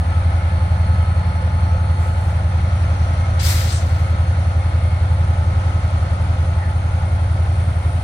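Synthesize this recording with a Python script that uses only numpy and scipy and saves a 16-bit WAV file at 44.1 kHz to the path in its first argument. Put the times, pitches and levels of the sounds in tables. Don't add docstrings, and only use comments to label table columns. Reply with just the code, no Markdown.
import sys
import numpy as np
from scipy import signal
from scipy.fft import rfft, irfft
from scipy.io import wavfile

SR = 44100
rng = np.random.default_rng(int(sys.argv[2]) if len(sys.argv) > 2 else 0)


def generate_wav(signal):
    frames = np.transpose(np.atleast_2d(signal))
    scaled = np.clip(frames, -1, 1) * 32767
    pcm = np.round(scaled).astype(np.int16)
    wavfile.write(sys.argv[1], SR, pcm)


N = 354123
T = np.arange(N) / SR
FREQ = np.fft.rfftfreq(N, 1 / SR)
CYLINDERS = 8


def undb(db):
    return 10 ** (np.asarray(db) / 20)


def unit(x):
    return x / np.sqrt(np.mean(x ** 2))


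def curve(rows, column=1):
    rows = np.array(rows)
    return np.interp(T, rows[:, 0], rows[:, column])


def spread(points):
    hz, value = np.transpose(points)
    return np.interp(np.log(FREQ + 1), np.log(hz), value)


def ramp(start_s, length_s):
    return np.clip((T - start_s) / length_s, 0, 1)


def envelope(start_s, rise_s, hold_s, fall_db_per_s):
    return ramp(start_s, rise_s) * undb(-fall_db_per_s * np.maximum(T - start_s - rise_s - hold_s, 0))


def swell(centre_s, half_length_s):
    return np.exp(-((T - centre_s) / half_length_s) ** 2)


def walk(rate_hz, count=8192):
    white = rfft(rng.standard_normal(count))
    slow = irfft(white / (1 + (2 * FREQ[:len(white)] / rate_hz) ** 4))
    return np.interp(T, np.linspace(0, T[-1], count), unit(slow))


# frequency_hz, coherence
COHERENCE = [(100, .997), (160, .985), (250, .9), (430, .76), (520, .88), (800, .7), (1300, .4),
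             (2500, .55), (4000, .5), (7000, .25), (12000, .25)]
# frequency_hz, left_lead_rad
PHASE_LEAD = [(110, 0), (250, .25), (520, .4), (780, .8), (1000, 1.6), (1600, 2.5), (1850, 6.6),
              (2900, 9.2), (3300, 11.6), (4300, 13.3), (5300, 17.6), (9500, 17.3), (10500, 18.9)]
# frequency_hz, left_minus_right_db
BALANCE = [(120, 0), (300, -2), (600, -0.5), (1100, -2.5), (1700, -2.5), (2200, 5.5), (3000, 12),
           (4400, 6.5), (6500, 0.5), (8200, 8), (9100, 12), (13000, 5.5)]
def noise(spectrum, focus=0.91):
    direct, *scatter = rfft(rng.standard_normal((3, N)))
    coherence = np.clip(focus * spread(COHERENCE), 0, 1)
    side = np.array([[1], [-1]]) / 2
    coherent = np.sqrt(coherence) * direct * np.exp(1j * side * spread(PHASE_LEAD))
    diffuse = np.sqrt(1 - coherence) * np.array(scatter)
    gain = undb(spread(spectrum) + side * spread(BALANCE))
    return unit(irfft((coherent + diffuse) * gain, N))


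def tone(clock_s, hz, level_db, pan_db):
    unrest = np.hypot(1, hz / 1500)
    phase = 2 * np.pi * hz * clock_s + .42 * unrest * walk(11)
    direct = np.exp(1j * np.array([[np.interp(hz, FREQ, spread(PHASE_LEAD))], [0]]))
    echoes = np.array([walk(14 * unrest) + 1j * walk(14 * unrest) for _ in range(2)])
    wave = unit(np.real((direct + .38 * echoes) * np.exp(1j * phase)))
    return wave * undb(level_db) * undb(np.array([[pan_db], [-pan_db]]) / 2)


# frequency_hz, relative_db
CHORUS_SPECTRUM = [(7000, -30), (8300, -15), (8900, -5.5), (9120, -2), (9210, 2), (9320, -5), (9500, -14),
                   (9900, -26), (11300, -34), (12200, -30), (12700, -24), (14200, -25), (15500, -35)]
def grasshoppers():
    late_swell_db = 3 * ramp(start_s=7.3, length_s=0.32)
    return noise(CHORUS_SPECTRUM) * undb(-52 + late_swell_db + 0.5 * walk(25))


# frequency_hz, relative_db
TYRE_SPECTRUM = [(120, -19.5), (250, 4), (350, 1.5), (450, -12.5), (620, 2), (1000, -10), (3000, -17.5),
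                 (5500, -19.5), (7400, -23.5), (9000, -36), (11000, -67.5)]
def car():
    return noise(TYRE_SPECTRUM) * undb(-42 + 1.2 * walk(3.8)) * ramp(start_s=1.23, length_s=1.9)


def distant_rasp():
    band = noise([(1300, -33), (1750, 11), (2050, 6), (2500, -49)])
    return band * undb(-39) * swell(centre_s=6.64, half_length_s=.055)


# time_s, relative_db, pitch_hz
WHISTLE_PATH = [(0, -67, 5698), (.85, -66.5, 5722), (1.15, -73, 5700), (1.4, -65, 5684), (1.7, -62.5, 5676),
                (1.9, -75, 5690), (2.35, -66, 5700), (3.1, -59.5, 5694), (4, -64, 5692), (4.2, -75, 5692),
                (4.45, -62.5, 5694), (4.95, -73, 5692), (5.7, -66, 5688), (6.9, -75, 5692),
                (7.4, -65.5, 5698), (8.03, -74, 5695)]
def whistle():
    nominal_hz = 5715
    clock_s = np.cumsum(curve(WHISTLE_PATH, column=2) / nominal_hz) / SR
    return tone(clock_s, nominal_hz, curve(WHISTLE_PATH) + 1.3, pan_db=8)


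# pitch_hz, relative_db, left_minus_right_db
DRIVE_TONES = [(522, -47.5, 0), (535, -48, 0), (797, -48.5, -2), (872, -48.5, -2), (1086, -54, -3),
               (1234, -46, -3), (1368, -50.5, 0)]
def drives(clock_s):
    tones = sum(tone(clock_s, hz, db - 1, pan_db) for hz, db, pan_db in DRIVE_TONES)
    return tones * undb(-3.5 * ramp(start_s=5.9, length_s=1.6))


# time_s, relative_db
GEAR_2 = [(0, -42), (.65, -39.5), (1.1, -40.5), (1.75, -36.5), (2.15, -39), (2.7, -50), (2.94, -43),
          (3.2, -49), (3.9, -55), (4.5, -47), (5.1, -45), (5.47, -40), (6.3, -44), (7, -44), (7.5, -50),
          (8.03, -46)]
GEAR_3 = [(0, -43), (.6, -44), (.77, -51), (.95, -43), (1.2, -43.5), (1.5, -49), (1.62, -42), (1.9, -43.5),
          (2.5, -49), (3.05, -44), (3.33, -40), (3.6, -49), (3.9, -48), (4.15, -42), (4.4, -47),
          (4.85, -52), (5.5, -42.5), (6.3, -45.5), (6.6, -49), (8.03, -50)]
GEAR_4 = [(0, -47), (8.03, -65)]
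GEAR_5 = [(0, -54), (2.4, -56), (3.1, -54), (4.1, -54), (4.4, -62), (5.3, -50.5), (5.8, -51), (6.6, -58),
          (8.03, -55)]
GEAR_10 = [(0, -60), (.3, -62), (.7, -57.5), (1.3, -57), (2, -58), (2.4, -65), (3.1, -58.5), (4, -57.5),
           (4.4, -60), (5.05, -59.5), (5.3, -66), (5.85, -59.5), (6.4, -65), (6.8, -61.5), (7.1, -66),
           (7.5, -62), (8.03, -64)]
GEAR_15 = [(0, -65), (.6, -68), (1, -66), (1.35, -72), (1.85, -63.5), (2.4, -66), (3.15, -60.5), (4, -62),
           (4.4, -62), (4.9, -73), (5.25, -64), (5.7, -63.5), (6, -69), (6.25, -69), (6.47, -60.5),
           (6.6, -68), (6.8, -62), (7.1, -66), (7.3, -71), (8.03, -71)]
# harmonic, level_curve, gain_db, left_minus_right_db
GEAR_TONES = [(2, GEAR_2, -2, -4), (3, GEAR_3, 2, 3), (4, GEAR_4, -1.5, 1.5), (5, GEAR_5, -1, 1),
              (10, GEAR_10, 3, 3), (15, GEAR_15, 2.3, 5)]
# centre_s, half_length_s, level_db
SQUEALS = [(.42, .06, -46.5), (.8, .06, -50), (1.05, .06, -47.5), (1.35, .05, -49), (3.24, .06, -45.5),
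           (4.09, .05, -45.5), (4.63, .05, -43.5), (4.9, .09, -46.5), (6.86, .04, -50), (7.07, .05, -49),
           (7.8, .08, -50.5)]
def gear_train(clock_s):
    mesh_hz = 431
    whine = sum(tone(clock_s, harmonic * mesh_hz, curve(levels) + gain_db, pan_db)
                for harmonic, levels, gain_db, pan_db in GEAR_TONES)
    bursts = sum(swell(centre_s, half_s) * undb(db) for centre_s, half_s, db in SQUEALS)
    squeals = bursts * tone(clock_s, 5 * mesh_hz, level_db=0, pan_db=1)
    roughness = 1 + .4 * walk(55)
    return whine + squeals * roughness


# frequency_hz, relative_db
FAN_SPECTRUM = [(200, -16.5), (450, -7), (520, 3), (690, 4), (830, 3), (920, -1), (1040, -0.5), (1150, -4),
                (1300, -0.5), (1400, 2), (1650, -5.5), (2150, -6.5), (2900, -16), (4300, -18.5),
                (5050, -21.5), (5550, -25), (6100, -26), (6850, -29), (7500, -28), (8300, -34.5),
                (11000, -77), (13000, -45.5), (15000, -47.5)]
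# time_s, gain_db
FAN_TREBLE = [(0, 0.9), (1, 0.7), (1.6, 0), (2.2, -0.2), (3, 1.8), (4.2, 0), (6.3, 0), (7.3, -1.8),
              (8.03, -2.5)]
def fans_and_valve_gear(turns):
    clatter = 1 + 0.049 * np.cos(2 * np.pi * CYLINDERS * turns) + 0.064 * walk(40)
    rush = noise(FAN_SPECTRUM) * clatter
    treble = signal.sosfilt(signal.butter(1, 1200, "high", fs=SR, output="sos"), rush)
    treble_gain = undb(0.27 * walk(5.3) + curve(FAN_TREBLE))
    return (rush + treble * (treble_gain - 1)) * undb(-33)


# centre_hz, width_hz, lift_db
HISS_PEAKS = [(2150, 200, 4), (4450, 110, 2.5), (4900, 70, 5.5), (5600, 130, -0.5), (5600, 130, 1.5),
              (7300, 80, 5), (7650, 60, 7), (8100, 60, 3.5)]
def colour_hiss(air):
    lift_db = sum(db * np.exp(-((FREQ - hz) / width_hz) ** 2) for hz, width_hz, db in HISS_PEAKS)
    return irfft(rfft(air) * undb(lift_db - lift_db[FREQ < 9000].mean()), N)


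# start_s, level_db, rise_s, hold_s, fall_db_per_s, centre_hz, width_hz
SPITS = [(1.97, -50.5, .04, .05, 90, 7500, 5500), (2.16, -55, .05, .08, 90, 8000, 6540),
         (3.39, -28.5, .011, .004, 380, 5000, 4700), (3.425, -29.5, .025, .03, 190, 5300, 4200),
         (3.676, -34.5, .014, .025, 190, 4100, 1800), (3.68, -37, .045, .045, 380, 8300, 1100),
         (3.67, -37, .03, .09, 300, 6200, 3400)]
def air_spits():
    spits = 0
    for start_s, db, rise_s, hold_s, fall_db_per_s, hz, width_hz in SPITS:
        band = [(max(hz - width_hz, 100), -18), (hz, 0), (hz + width_hz, -12), (hz + 2 * width_hz, -40)]
        spits += noise(band) * undb(db) * envelope(start_s, rise_s, hold_s, fall_db_per_s)
    return spits


# frequency_hz, relative_db
JET_SPECTRUM = [(500, -42), (1200, -1), (2100, -1), (2800, -11), (3900, 2.5), (5500, 3.5), (7500, 0.5),
                (9300, -3.5), (11000, -41), (15000, -33)]
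PIPE_SPECTRUM = [(700, -24.5), (1400, -3), (2150, -2.5), (2800, -7.5), (4000, -6), (7000, -32)]
SIZZLE_SPECTRUM = [(5000, -27), (8000, -3.5), (10500, -4), (13000, 1), (15500, -5)]
def air_valve():
    open_s, shut_s, shutting_s, leak_db = 3.391, 3.73, 0.04, -6.5
    sputter = undb(0.7 * walk(120) + .5 * walk(22))
    flow = envelope(open_s, rise_s=0.06, hold_s=0.048, fall_db_per_s=44)
    flow *= undb(leak_db * ramp(shut_s, shutting_s))
    seat_hiss = envelope(shut_s, shutting_s, hold_s=0.22, fall_db_per_s=87)
    jet = noise(JET_SPECTRUM, focus=0.59) * (undb(-27.5) * flow + undb(-58) * seat_hiss)
    pipe = noise(PIPE_SPECTRUM, focus=0.77) * undb(-32) * flow ** .6
    sizzle = noise(SIZZLE_SPECTRUM, focus=0.71) * (undb(-29) * flow ** 1.8 + undb(-58.5) * seat_hiss)
    return sputter * (colour_hiss(jet + air_spits()) + pipe + sizzle)


def exhaust_stack(cycles, harmonics, waver_db, bark_db, bark_above):
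    orders, levels_db = np.transpose(harmonics)
    floor_db = -63
    response_db = np.interp(np.arange(129), np.r_[0, orders, 2 * orders[-1], 128],
                            np.r_[floor_db, levels_db, floor_db, floor_db])
    cepstrum = irfft(np.log(undb(response_db)))[:128]
    phase_rad = np.imag(rfft(2 * cepstrum, 256))
    note = 0
    for order, db in zip(orders, levels_db):
        gain = undb(db + waver_db * walk(2.1) + bark_db * (order > bark_above))
        note += gain * np.cos(2 * np.pi * order * cycles + phase_rad[round(order)])
    return np.sqrt(2) * note


# multiple_of_cycle_rate, relative_db
SLOW_HARMONICS = [(6, -45), (8, -54), (9, -36), (10, -47), (12, -33), (14, -46), (17, -34), (23, -42),
                  (30, -43), (32, -53), (34, -49), (36, -51), (40, -57), (46, -60), (59, -58)]
def slow_engine():
    cycle_hz = 5.777 * (1 + 0.0023 * walk(0.84))
    cycles = np.cumsum(cycle_hz) / SR
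    return undb(-2) * exhaust_stack(cycles, SLOW_HARMONICS, waver_db=3, bark_db=8 - 1.15 * T, bark_above=25)


# time_s, firing_hz
FIRING_RATE = [(0, 87.42), (1, 87.5), (2.3, 87.33), (3.8, 87.2), (4.6, 87.42), (5.7, 87.5), (8.03, 87.27)]
def crankshaft():
    firing_hz = curve(FIRING_RATE)
    first_beat_s = .044
    firings = np.cumsum(firing_hz) / SR - first_beat_s * firing_hz[0]
    clock_s = np.cumsum(firing_hz / firing_hz.mean()) / SR
    return firings / CYLINDERS, clock_s


# multiple_of_crankshaft_rate, relative_db
MAIN_HARMONICS = [(4, -33), (5, -46), (6, -33.5), (7, -17.5), (8, -15), (9, -41.5), (10, -19), (11, -40.5),
                  (12, -42), (13, -28), (14, -51), (15, -38), (16, -46), (17, -39), (18, -55), (19, -60.5),
                  (20, -55.5), (21, -50), (25, -56.5), (27, -61), (30, -57.5), (33, -61), (36, -58)]
# time_s, level_db, bark_db, lull_depth, lull_position_turns, mid_beat_share
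THROB = [(0, -14.5, -7, .6, 0.012, 0.65), (1.1, -13.5, -2.5, .58, 0.0085, 0.65),
         (2.1, -17.5, -3.5, .3, .02, 0.19), (3.3, -15.5, -3.5, 0.35, .03, 0.32),
         (4, -15, -2.5, 0.55, .03, 0.17), (5, -15, -1.5, 0.59, .01, 0.31), (6.3, -17, -3, 0.38, .02, 0.12),
         (8.03, -17, -1, .42, .02, 0.15)]
# frequency_hz, relative_db
GAS_SPECTRUM = [(15, -23.5), (26, -28), (42, -10.5), (75, 6), (105, 1.5), (150, 0.5), (200, -10),
                (240, -11), (290, -14.5), (345, -14.5), (450, -20.5), (900, -88.5)]
def main_engine(turns):
    level_db, bark_db, lull_depth, lull_turns, mid_beat_share = (curve(THROB, c) for c in range(1, 6))
    depth = np.clip(lull_depth + 0.17 * walk(6), .2, .85)
    lull = np.cos(np.pi * (turns - lull_turns)) ** 4
    mid_beat_sag = mid_beat_share * np.cos(np.pi * (turns - .45)) ** 6
    note = exhaust_stack(turns, MAIN_HARMONICS, waver_db=.3, bark_db=bark_db, bark_above=CYLINDERS + 1)
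    throb = unit(note * (1 - depth * (lull + mid_beat_sag)))
    gas = noise(GAS_SPECTRUM) * (1 + 0.25 * np.cos(2 * np.pi * (turns - .6)))
    return throb * undb(level_db) + gas * undb(-31.6)


def scene():
    turns, clock_s = crankshaft()
    engines = main_engine(turns) + slow_engine()
    machinery = fans_and_valve_gear(turns) + gear_train(clock_s) + drives(clock_s) + whistle()
    return engines + machinery + air_valve() + distant_rasp() + car() + grasshoppers()


def record(dry):
    cutoff_hz = 15700
    return signal.sosfilt(signal.ellip(10, .1, 80, cutoff_hz, fs=SR, output="sos"), dry)


dry = scene()
out = record(dry)
generate_wav(out)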